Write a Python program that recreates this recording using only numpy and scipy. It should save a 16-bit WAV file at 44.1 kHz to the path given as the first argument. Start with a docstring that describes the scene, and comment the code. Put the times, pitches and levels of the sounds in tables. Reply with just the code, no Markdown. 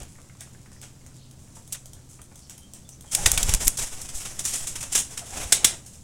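"""A pigeon flies up to a wire right in front of the microphone in a small wooden loft: its wings slap as volleys
of tiny clicks, swish as filtered noise and push puffs of air at the microphone, which first bumps softly as it is
handled. It clings there shuffling its feathers, grunts hoarsely, then claps its wings twice; the boards give a
short, bright echo of dense noise. Around it feet and beaks tick and knock as short noise bursts and board rings.
Gliding tones make thin faint whistles and blurred, breathy swishes over a low wavering hum and outdoor rumble."""
import sys
import numpy as np
from scipy import signal
from scipy.fft import rfft, irfft
from scipy.io import wavfile
from scipy.ndimage import uniform_filter1d

SR = 44100
rng = np.random.default_rng(int(sys.argv[2]) if len(sys.argv) > 2 else 0)


def waveform_to_disk(signal):
    """Save audio, clipped to [-1, 1], as 16-bit WAV at the path in sys.argv[1]."""
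    frames = np.transpose(np.atleast_2d(signal))
    scaled = np.clip(frames, -1, 1) * 32767
    samples = np.round(scaled).astype(np.int16)
    wavfile.write(sys.argv[1], SR, samples)


N = 265923
TIME = np.arange(N) / SR

# relative noise spectrum of feathers and of stirred litter: f/Hz, level/dB
FEATHER_COLOUR = [(150, -25), (600, -14), (1200, -13), (2300, -10.5), (3400, -9), (4400, -12.5),
                  (5500, -3.5), (7500, 0.5), (9800, -4.5), (12000, -14), (16000, -24)]


def slaps(release_s=0.00047, release_share=1.0, snap_db=-10, thud_db=-25, thud_hz=320, scatter_db=-1.5):
    """The quills hit in a quick volley for as long as the contact lasts; returns direct sound and room send."""
    # wing slaps: t/s, level/dB, contact/s, treble tilt/dB per octave, room send/dB
    slap_hits = [(1.7233, -29, 0.008, 4.5, -14), (1.743, -38, 0.01, -2.5, -11),
                 (3.149, -14, 0.0028, 3, -15), (3.2594, -11.5, 0.0049, -1.5, -10),
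                 (3.3169, -10.5, 0.0005, 4.5, -9), (3.376, -14, 0.0032, -1, -11.5),
                 (3.429, -16.5, 0.0028, 4.5, -15), (3.492, -21.5, 0.0029, -1, -4.5),
                 (3.5381, -12, 0.001, 3, -22), (3.547, -18.5, .0022, 2, -25),
                 (3.6697, -20, 0.0068, 3.5, -19), (3.6798, -9, 0.00055, 9, -13),
                 (5.5222, -10, 0.0052, -0.06, -7), (5.645, -7, 0.0034, 0.46, -8)]
    # relative noise spectrum of a slap: f/Hz, level/dB
    slap_colour = [(100, -7), (400, -18.5), (1000, -11), (1600, -9.5), (2600, -4.5), (3500, -5.5),
                   (4400, -8), (5500, 0), (7800, 3.5), (10000, -1.5), (12000, -10), (16000, -17)]
    direct, send = np.zeros(N), np.zeros(N)
    t = TIME[:SR // 10]
    scatter = np.exp(-t / 0.014)
    for s, db, contact_s, tilt_db, room_db in slap_hits:
        decay_s = release_s + release_share * contact_s
        envelope = np.exp(-np.maximum(t - contact_s, 0) / decay_s)
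        volley = colour(envelope * crackle(len(t), spread_db=4.0), slap_colour, tilt_db)
        # air squeezed from under the wing
        squeezed_air = unit(band(rng.standard_normal(len(t)), thud_hz, 410))
        thud = amp(thud_db) * envelope * squeezed_air
        # stiff tips snap right up to the top, harder in bright slaps
        snap = amp(snap_db + 2.5 * tilt_db) * envelope * crackle(len(t), spread_db=15)
        add(direct, s, amp(db) * (ringing(volley) + thud + band(snap, 10400, 5300)))
        # each direction gets a different volley, and the nearest boards scatter them all
        spray = ringing(colour(scatter * rng.standard_normal(len(t)), slap_colour, tilt_db))
        match_energy = np.linalg.norm(envelope) / np.linalg.norm(scatter)
        spray = amp(db + room_db) * spray * match_energy
        add(direct, s, amp(scatter_db) * spray)
        add(send, s, spray)
    return direct, send


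def ringing(x):
    """A slap together with the wire and board resonances that it sets off."""
    # what the wire and boards ring with under every slap: f/Hz, width/Hz, level/dB
    slap_rings = [(1565, 170, -2), (2210, 560, -6), (3720, 810, -3.5)]
    return x + sum(amp(db) * band(x, hz, width_hz) for hz, width_hz, db in slap_rings)


def flutter(attack_s=0.025, release_s=0.047):
    """Feathers slide over each other and air swishes through them; returns that and the draught on the microphone."""
    # bouts of wing work (take-off, full flight, landing, settling, clinging, two flurries):
    # t/s, length/s, feather hiss level/dB, swish level/dB, draught level/dB
    bouts = [(3.123, 0.11, -35.5, -39.5, -34), (3.237, .28, -31, -37.5, -29),
             (3.527, 0.16, -35.5, -44.5, -34.5), (3.776, 0.048, -29.5, -42, -37),
             (3.892, 1.15, -45, -52.5, -40.5), (5.09, 0.44, -45, -53.5, -47),
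             (5.31, 0.15, -40.5, -41, -39.5), (5.524, 0.21, -49, -43, -45)]
    # relative noise spectrum of air through the feathers: f/Hz, level/dB
    swish_colour = [(100, 9.5), (300, 0.5), (500, 3.5), (750, 4), (1100, -3), (2000, -5), (3500, -5),
                    (6000, -24.5)]
    power = np.zeros((3, N))
    for s, length_s, *levels_db in bouts:
        attack = np.clip((TIME - s) / attack_s, 0, 1)
        release = np.exp(-np.maximum(TIME - s - length_s, 0) / release_s)
        power += np.outer(amp(levels_db), attack * release) ** 2
    sliding, airflow, draught = np.sqrt(power)
    unrest = walk(60)
    barbs = crackle(N, spread_db=2.5) * sliding * amp(3.0 * unrest)
    hiss = colour(barbs, FEATHER_COLOUR, tilt_db=-1.0)
    swish = colour(crackle(N, spread_db=5) * airflow * amp(2.9 * unrest), swish_colour)
    eddy_colour = [(12, 6), (35, -15.5), (70, -9.5), (130, -13.5), (300, -35.5), (1000, -120)]
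    eddies = unit(colour(rng.standard_normal(N), eddy_colour))
    return hiss + swish, eddies * draught


def puffs(eddy_db=-19, eddy_hz=110):
    """A passing wing pushes air, sucks, and sheds eddies that buffet the microphone; a handling bump has the same shape."""
    # puffs of air from the wing strokes, and first a soft low bump as the microphone is handled:
    # t/s, level/dB, half width/s
    air_puffs = [(.025, -32.5, 0.0067), (3.232, -26.5, 0.018), (3.268, -22.5, .0062),
                 (3.337, -22.5, 0.0076), (3.38, -22, 0.0054), (3.45, -17.5, 0.013), (3.496, -18, 0.0049),
                 (3.544, -14, .011), (3.609, -30, 0.0089), (3.67, -19, .014), (3.828, -29.5, 0.015),
                 (4.157, -32, 0.01), (5.461, -29.5, 0.0055)]
    out = np.zeros(N)
    eddies = unit(band(band(rng.standard_normal(N), eddy_hz, 130), eddy_hz, 290))
    for s, db, width_s in air_puffs:
        u = (TIME - s) / width_s
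        pressure = (2 * u ** 2 - 1) * np.exp(-u ** 2)
        buffeting = amp(eddy_db) * eddies * np.exp(-u ** 2 / 4)
        out += amp(db) * (pressure + buffeting)
    return out


def brushes(push_db=-25, push_hz=230, rasp_db=-13.5, rasp_db_per_tilt=2):
    """Feather barbs catch and slip in a jerky stroke that swells and dies away; the shafts rasp on the wire."""
    # feathers brushing wire and wood: t/s, level/dB, length/s, treble tilt/dB per octave
    strokes = [(.0, -44.5, 0.045, -6.5), (0.386, -49.5, 0.084, -2.5), (.818, -45.5, 0.052, -3),
               (1.547, -47.5, .05, 2), (2.087, -50, .06, 6), (2.493, -47, 0.061, -1),
               (2.736, -50.5, 0.069, -1), (3.109, -27.5, 0.086, 1.5), (3.645, -25, 0.024, 12),
               (3.77, -25.5, .022, 3.5), (4.013, -31.5, 0.016, 4), (4.086, -35.5, 0.021, -1),
               (4.141, -32.5, 0.059, 3.5), (4.199, -34, .03, -1.5), (4.25, -30, 0.022, -2),
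               (4.389, -25.5, 0.019, 1), (4.435, -28.5, 0.11, 1.5), (4.451, -18.5, 0.0087, 2.5),
               (4.522, -28, 0.077, 0.5), (4.667, -26, 0.028, 1.5), (4.753, -30.5, 0.026, -2),
               (4.804, -28.5, .018, .5), (4.825, -28, 0.016, -2), (4.918, -25.5, 0.034, 1),
               (4.946, -15.5, 0.034, 0), (4.982, -21.5, 0.023, 3), (5.172, -28, 0.022, -1.5),
               (5.398, -32, 0.035, -4.5), (5.86, -39.5, 0.024, 3)]
    out, t = np.zeros(N), TIME[:SR // 4]
    for s, db, length_s, tilt_db in strokes:
        rise_s = 0.22 * length_s  # part of a stroke spent swelling
        envelope = np.minimum(t / rise_s, 1) * np.exp(-np.maximum(t - rise_s, 0) / (length_s - rise_s))
        barbs = crackle(len(t), spread_db=4) * amp(1.5 * walk(250)[:len(t)])
        stroke = colour(envelope * barbs, FEATHER_COLOUR, tilt_db)
        # the duller the stroke, the more the shafts rasp
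        rasp = amp(rasp_db - rasp_db_per_tilt * tilt_db) * band(stroke, 3070, 1600)
        moved_air = unit(band(band(rng.standard_normal(len(t)), push_hz, 150), push_hz, 300))
        push = amp(push_db) * envelope * moved_air  # air under the wing
        add(out, s, amp(db) * (stroke + rasp + push))
    return out


def grunts():
    """Hoarse little notes of the straining pigeon: gliding tones with a weak octave and an unsteady pitch."""
    # short, soft grunts: t/s, length/s, start f/Hz, end f/Hz, level/dB
    grunt_notes = [(3.165, 0.048, 705, 835, -34), (5.203, 0.05, 734, 585, -41),
                   (5.321, 0.027, 787, 810, -37.5), (5.388, 0.041, 824, 700, -46)]
    out = np.zeros(N)
    for s, length_s, start_hz, end_hz, db in grunt_notes:
        add(out, s, amp(db) * note(length_s, start_hz, end_hz, flutter_hz=60, overtone=0.33))
    return out


def feet(scratch_s=0.0028, steps_per_s=18, step_db=-65, step_range_db=11, stir_db=-4):
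    """Claws tick, beaks and feet knock; the rest of the flock patters and stirs the litter."""
    # claw ticks on wire and perches: t/s, level/dB ahead of the claw and board gains
    ticks = [(0.0315, -31.5), (0.4077, -27), (0.815, -31), (1.064, -38.5), (1.3114, -37.5), (1.6768, -35.5),
             (1.8574, -31.5), (1.933, -32.5), (2.2169, -34.5), (2.358, -36.5), (2.4966, -29), (2.579, -31),
             (2.7359, -30), (2.8907, -30.5), (3.009, -33)]
    # relative noise spectrum of a claw: f/Hz, level/dB
    claw_colour = [(300, -34), (1500, -16.5), (3200, 1), (4400, -8), (6000, 4.5), (8500, 4.5), (12000, -6),
                   (16000, -10)]
    # single pecks and, at the low pitches, footsteps on the boards: t/s, peak level/dB, pitch of the spot f/Hz
    knocks = [(.412, -41, 2000), (.832, -40, 1420), (1.062, -49, 1410), (1.567, -43.5, 730),
              (1.966, -50, 641), (2.191, -43, 1100), (2.314, -45, 684), (3.042, -45, 630)]
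    # the flock shuffling in the litter: t/s, level/dB ahead of stir_db
    shuffle = [(0.0, -50), (0.23, -58.5), (0.73, -59), (0.85, -62.5), (1.33, -61), (1.76, -53.5),
               (1.86, -65.5), (2.07, -57.5), (2.63, -57.5), (2.81, -64), (3.0, -59), (3.08, -51)]
    claw_db, under_db = -5, -8  # the claw's own click and the boards under it
    out, t = np.zeros(N), TIME[:SR // 25]
    for s, db in ticks:
        tap = amp(db) * crackle(len(t), spread_db=-3.0) * np.exp(-t / scratch_s)
        click = amp(claw_db) * colour(tap, claw_colour)
        under = amp(under_db) * boards(tap, 2 ** rng.uniform(-0.1, 0.15))
        add(out, s, click + under)
    for s, db, hz in knocks:
        add(out, s, amp(db) * board_knock(hz))
    # one bird feeds in a quick, uneven run of pecks
    feed_start_s, feed_gap_s, feed_db, feed_hz, feed_count = 0.14, 0.056, -46.5, 1470, 12
    for k, (late, force, spot) in enumerate(rng.uniform(-0.89, 1, (feed_count, 3))):
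        s = feed_start_s + (k + 0.3 * late) * feed_gap_s
        add(out, s, amp(feed_db + 5.8 * force) * board_knock(feed_hz * 1.6 ** spot))
    # steps of the flock, at random times
    for when, size, spot in rng.random((int(steps_per_s * N / SR), 3)):
        step = amp(step_db + step_range_db * size) * board_knock(600 * 4 ** spot)
        add(out, when * N / SR, step)
    litter_db = np.interp(TIME, *np.transpose(shuffle)) + stir_db + 2.9 * walk(34.9)
    litter = colour(crackle(N, spread_db=14.5) * amp(litter_db), FEATHER_COLOUR, tilt_db=0.8)
    return out + litter


def board_knock(hz, cycles=6, width_hz=520):
    """A beak or foot knocks the boards; each spot has its own dull pitch, and the low ones ring longer; peak 1."""
    t = TIME[:SR // 20]
    tap = rng.standard_normal(len(t)) * np.exp(-t * hz / cycles)
    knock = band(tap, hz, width_hz) + amp(-11) * boards(tap, 1.0)
    dull = signal.butter(3, [350, 2600], "band", fs=SR, output="sos")
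    knock = signal.sosfilt(dull, knock)
    return knock / np.abs(knock).max()


def boards(x, pitch):
    """The dull ring of the floor, three resonances shifted together by the pitch factor of the spot."""
    # floor board resonances: f/Hz at pitch 1, width/Hz, level/dB
    board_rings = [(694, 330, 4.5), (1390, 170, -9), (2180, 800, -3.5)]
    return sum(amp(db) * band(x, hz * pitch, width_hz) for hz, width_hz, db in board_rings)


def whistles():
    """Faint gliding tones, some fluttering so widely that they blur into soft noise."""
    # thin faint whistles, and soft, blurred, breathy swishes:
    # t/s, length/s, start f/Hz, end f/Hz, level/dB, pitch flutter/Hz
    faint_notes = [(.64, .28, 5370, 5500, -61, 450), (1.09, .25, 4510, 3900, -58.5, 750),
                   (2.385, 0.12, 5740, 4970, -55, 604), (2.6, 0.067, 3180, 3130, -55, 70),
                   (2.842, 0.029, 3530, 3490, -57, 60), (2.91, 0.035, 6480, 5840, -47.5, 280),
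                   (3.055, 0.072, 3260, 3240, -54, 70)]
    out = np.zeros(N)
    for s, length_s, start_hz, end_hz, db, flutter_hz in faint_notes:
        add(out, s, amp(db) * note(length_s, start_hz, end_hz, flutter_hz))
    return out


def note(length_s, start_hz, end_hz, flutter_hz, overtone=0):
    """A gliding note that swells and fades, with an unsteady pitch."""
    n = int(length_s * SR)
    pitch_hz = np.linspace(start_hz, end_hz, n) + flutter_hz * walk(700)[:n]
    phase = 2 * np.pi * np.cumsum(pitch_hz) / SR
    return np.hanning(n) * (np.sin(phase) + overtone * np.sin(2 * phase))


def loft(x):
    """The birds keep moving, so each moment meets its own pattern of echoes, crossfaded in 0.1 s hops."""
    out, hop = np.zeros(N), SR // 10
    x = np.pad(x, (0, 2 * hop))
    fade = np.sin(np.pi * np.arange(2 * hop) / (2 * hop))
    for i in range(0, N, hop):
        add(out, i / SR, signal.fftconvolve(x[i:i + 2 * hop] * fade, echoes()))
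    return out


def echoes(split_hz=10000, t60_s=0.25, treble_t60_s=0.12):
    """Dense reflections from close boards for one place of the bird; the top dies first."""
    t = TIME[:SR // 3]
    noise = crackle(len(t), spread_db=3) * (1 - np.exp(-t / 0.004))
    low = signal.sosfilt(signal.butter(4, split_hz, "low", fs=SR, output="sos"), noise)
    high = signal.sosfilt(signal.butter(4, split_hz, "high", fs=SR, output="sos"), noise)
    low_tail = low * np.exp(-np.log(1000) * t / t60_s)
    high_tail = amp(3.0) * high * np.exp(-np.log(1000) * t / treble_t60_s)
    response = low_tail + high_tail
    return response / np.linalg.norm(response)


def background(hum_hz=128.4):
    """Low outdoor rumble of filtered noise, and a hum of wavering pitch and level that sinks until 2.8 s."""
    # relative noise spectrum of the outdoor air: f/Hz, level/dB
    air_colour = [(20, 1.5), (45, -7), (70, 2.5), (120, -2.5), (170, -4.5), (250, -8.5), (400, -17),
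                  (800, -23), (2000, -32.5), (4400, -30), (7500, -25.5), (12000, -38), (16000, -40)]
    swell_db, waver_db = 0.6 * walk(6), 1.6 * walk(9)
    air = unit(colour(rng.standard_normal(N), air_colour)) * amp(-49 + swell_db)
    phase = 2 * np.pi * np.cumsum(hum_hz * (1 + 0.01835 * walk(15))) / SR
    hum_db = np.interp(TIME, [0, 2.2, 2.8, 6], [-48, -52.5, -55.0, -54])
    return air + amp(hum_db + waver_db) * np.sin(phase)


def amp(db):
    """Decibels to gain."""
    return 10 ** (np.asarray(db) / 20)


def unit(x):
    """Scale to rms 1."""
    return x / np.sqrt(np.mean(x ** 2) + 1e-18)


def add(out, s, x):
    """Mix x into out from time s on."""
    i = max(int(s * SR), 0)
    out[i:i + len(x)] += x[:max(N - i, 0)]


def colour(x, points, tilt_db=0, size=4096):
    """Causal, power-keeping filter through (f/Hz, level/dB) points, tilted per octave up to 8 kHz."""
    hz, db = np.transpose(points)
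    octave = np.log2(np.maximum(np.fft.rfftfreq(size, 1 / SR), 1))
    tilt = tilt_db * np.clip(octave, np.log2(hz[0]), np.log2(8000))
    gain_db = np.interp(octave, np.log2(hz), db) + tilt
    # folding the cepstrum gives minimum phase: the response starts at once
    cepstrum = irfft(np.log(amp(gain_db)))
    folded = np.r_[cepstrum[0], 2 * cepstrum[1:size // 2]]
    response = irfft(np.exp(rfft(folded, size)))
    return signal.fftconvolve(x, response / np.linalg.norm(response))[:len(x)]


def band(x, hz, width_hz):
    """One resonance, gain 1 at its centre."""
    return signal.lfilter(*signal.iirpeak(hz, hz / width_hz, fs=SR), x)


def walk(rate):
    """Smooth chance of rms 1, with a new random value rate times a second."""
    k = max(int(SR / rate), 1)
    steps = np.repeat(rng.standard_normal(N // k + 1), k)
    return unit(uniform_filter1d(steps, k)[:N])


def crackle(n, spread_db):
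    """Dense tiny clicks of rms 1; the wider their sizes spread, the grainier the sound."""
    sizes = amp(spread_db * np.minimum(rng.standard_normal(n), 3))
    return unit(rng.standard_normal(n) * sizes)


def scene():
    """Near wings are mostly direct; floor sounds and faint whistles come with more of the room."""
    slap, slap_send = slaps()
    rustle, draught = flutter()
    pigeon = brushes() + rustle + grunts()
    floor, faint = feet(), whistles()
    room = loft(slap_send + amp(-9.5) * pigeon + amp(-2.5) * floor + amp(-4.0) * faint)
    # air on the microphone and the background have no echo
    return (slap + pigeon + floor + faint + room + draught + puffs() + background())[None]


def record(dry, top_hz=16000):
    """The recorder clips peaks above full scale, and a steep low-pass cuts the top."""
    low_pass = signal.ellip(8, 0.2, 70, top_hz, fs=SR, output="sos")
    return signal.sosfilt(low_pass, np.clip(dry, -1, 1))


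dry = scene()
out = record(dry)
waveform_to_disk(out)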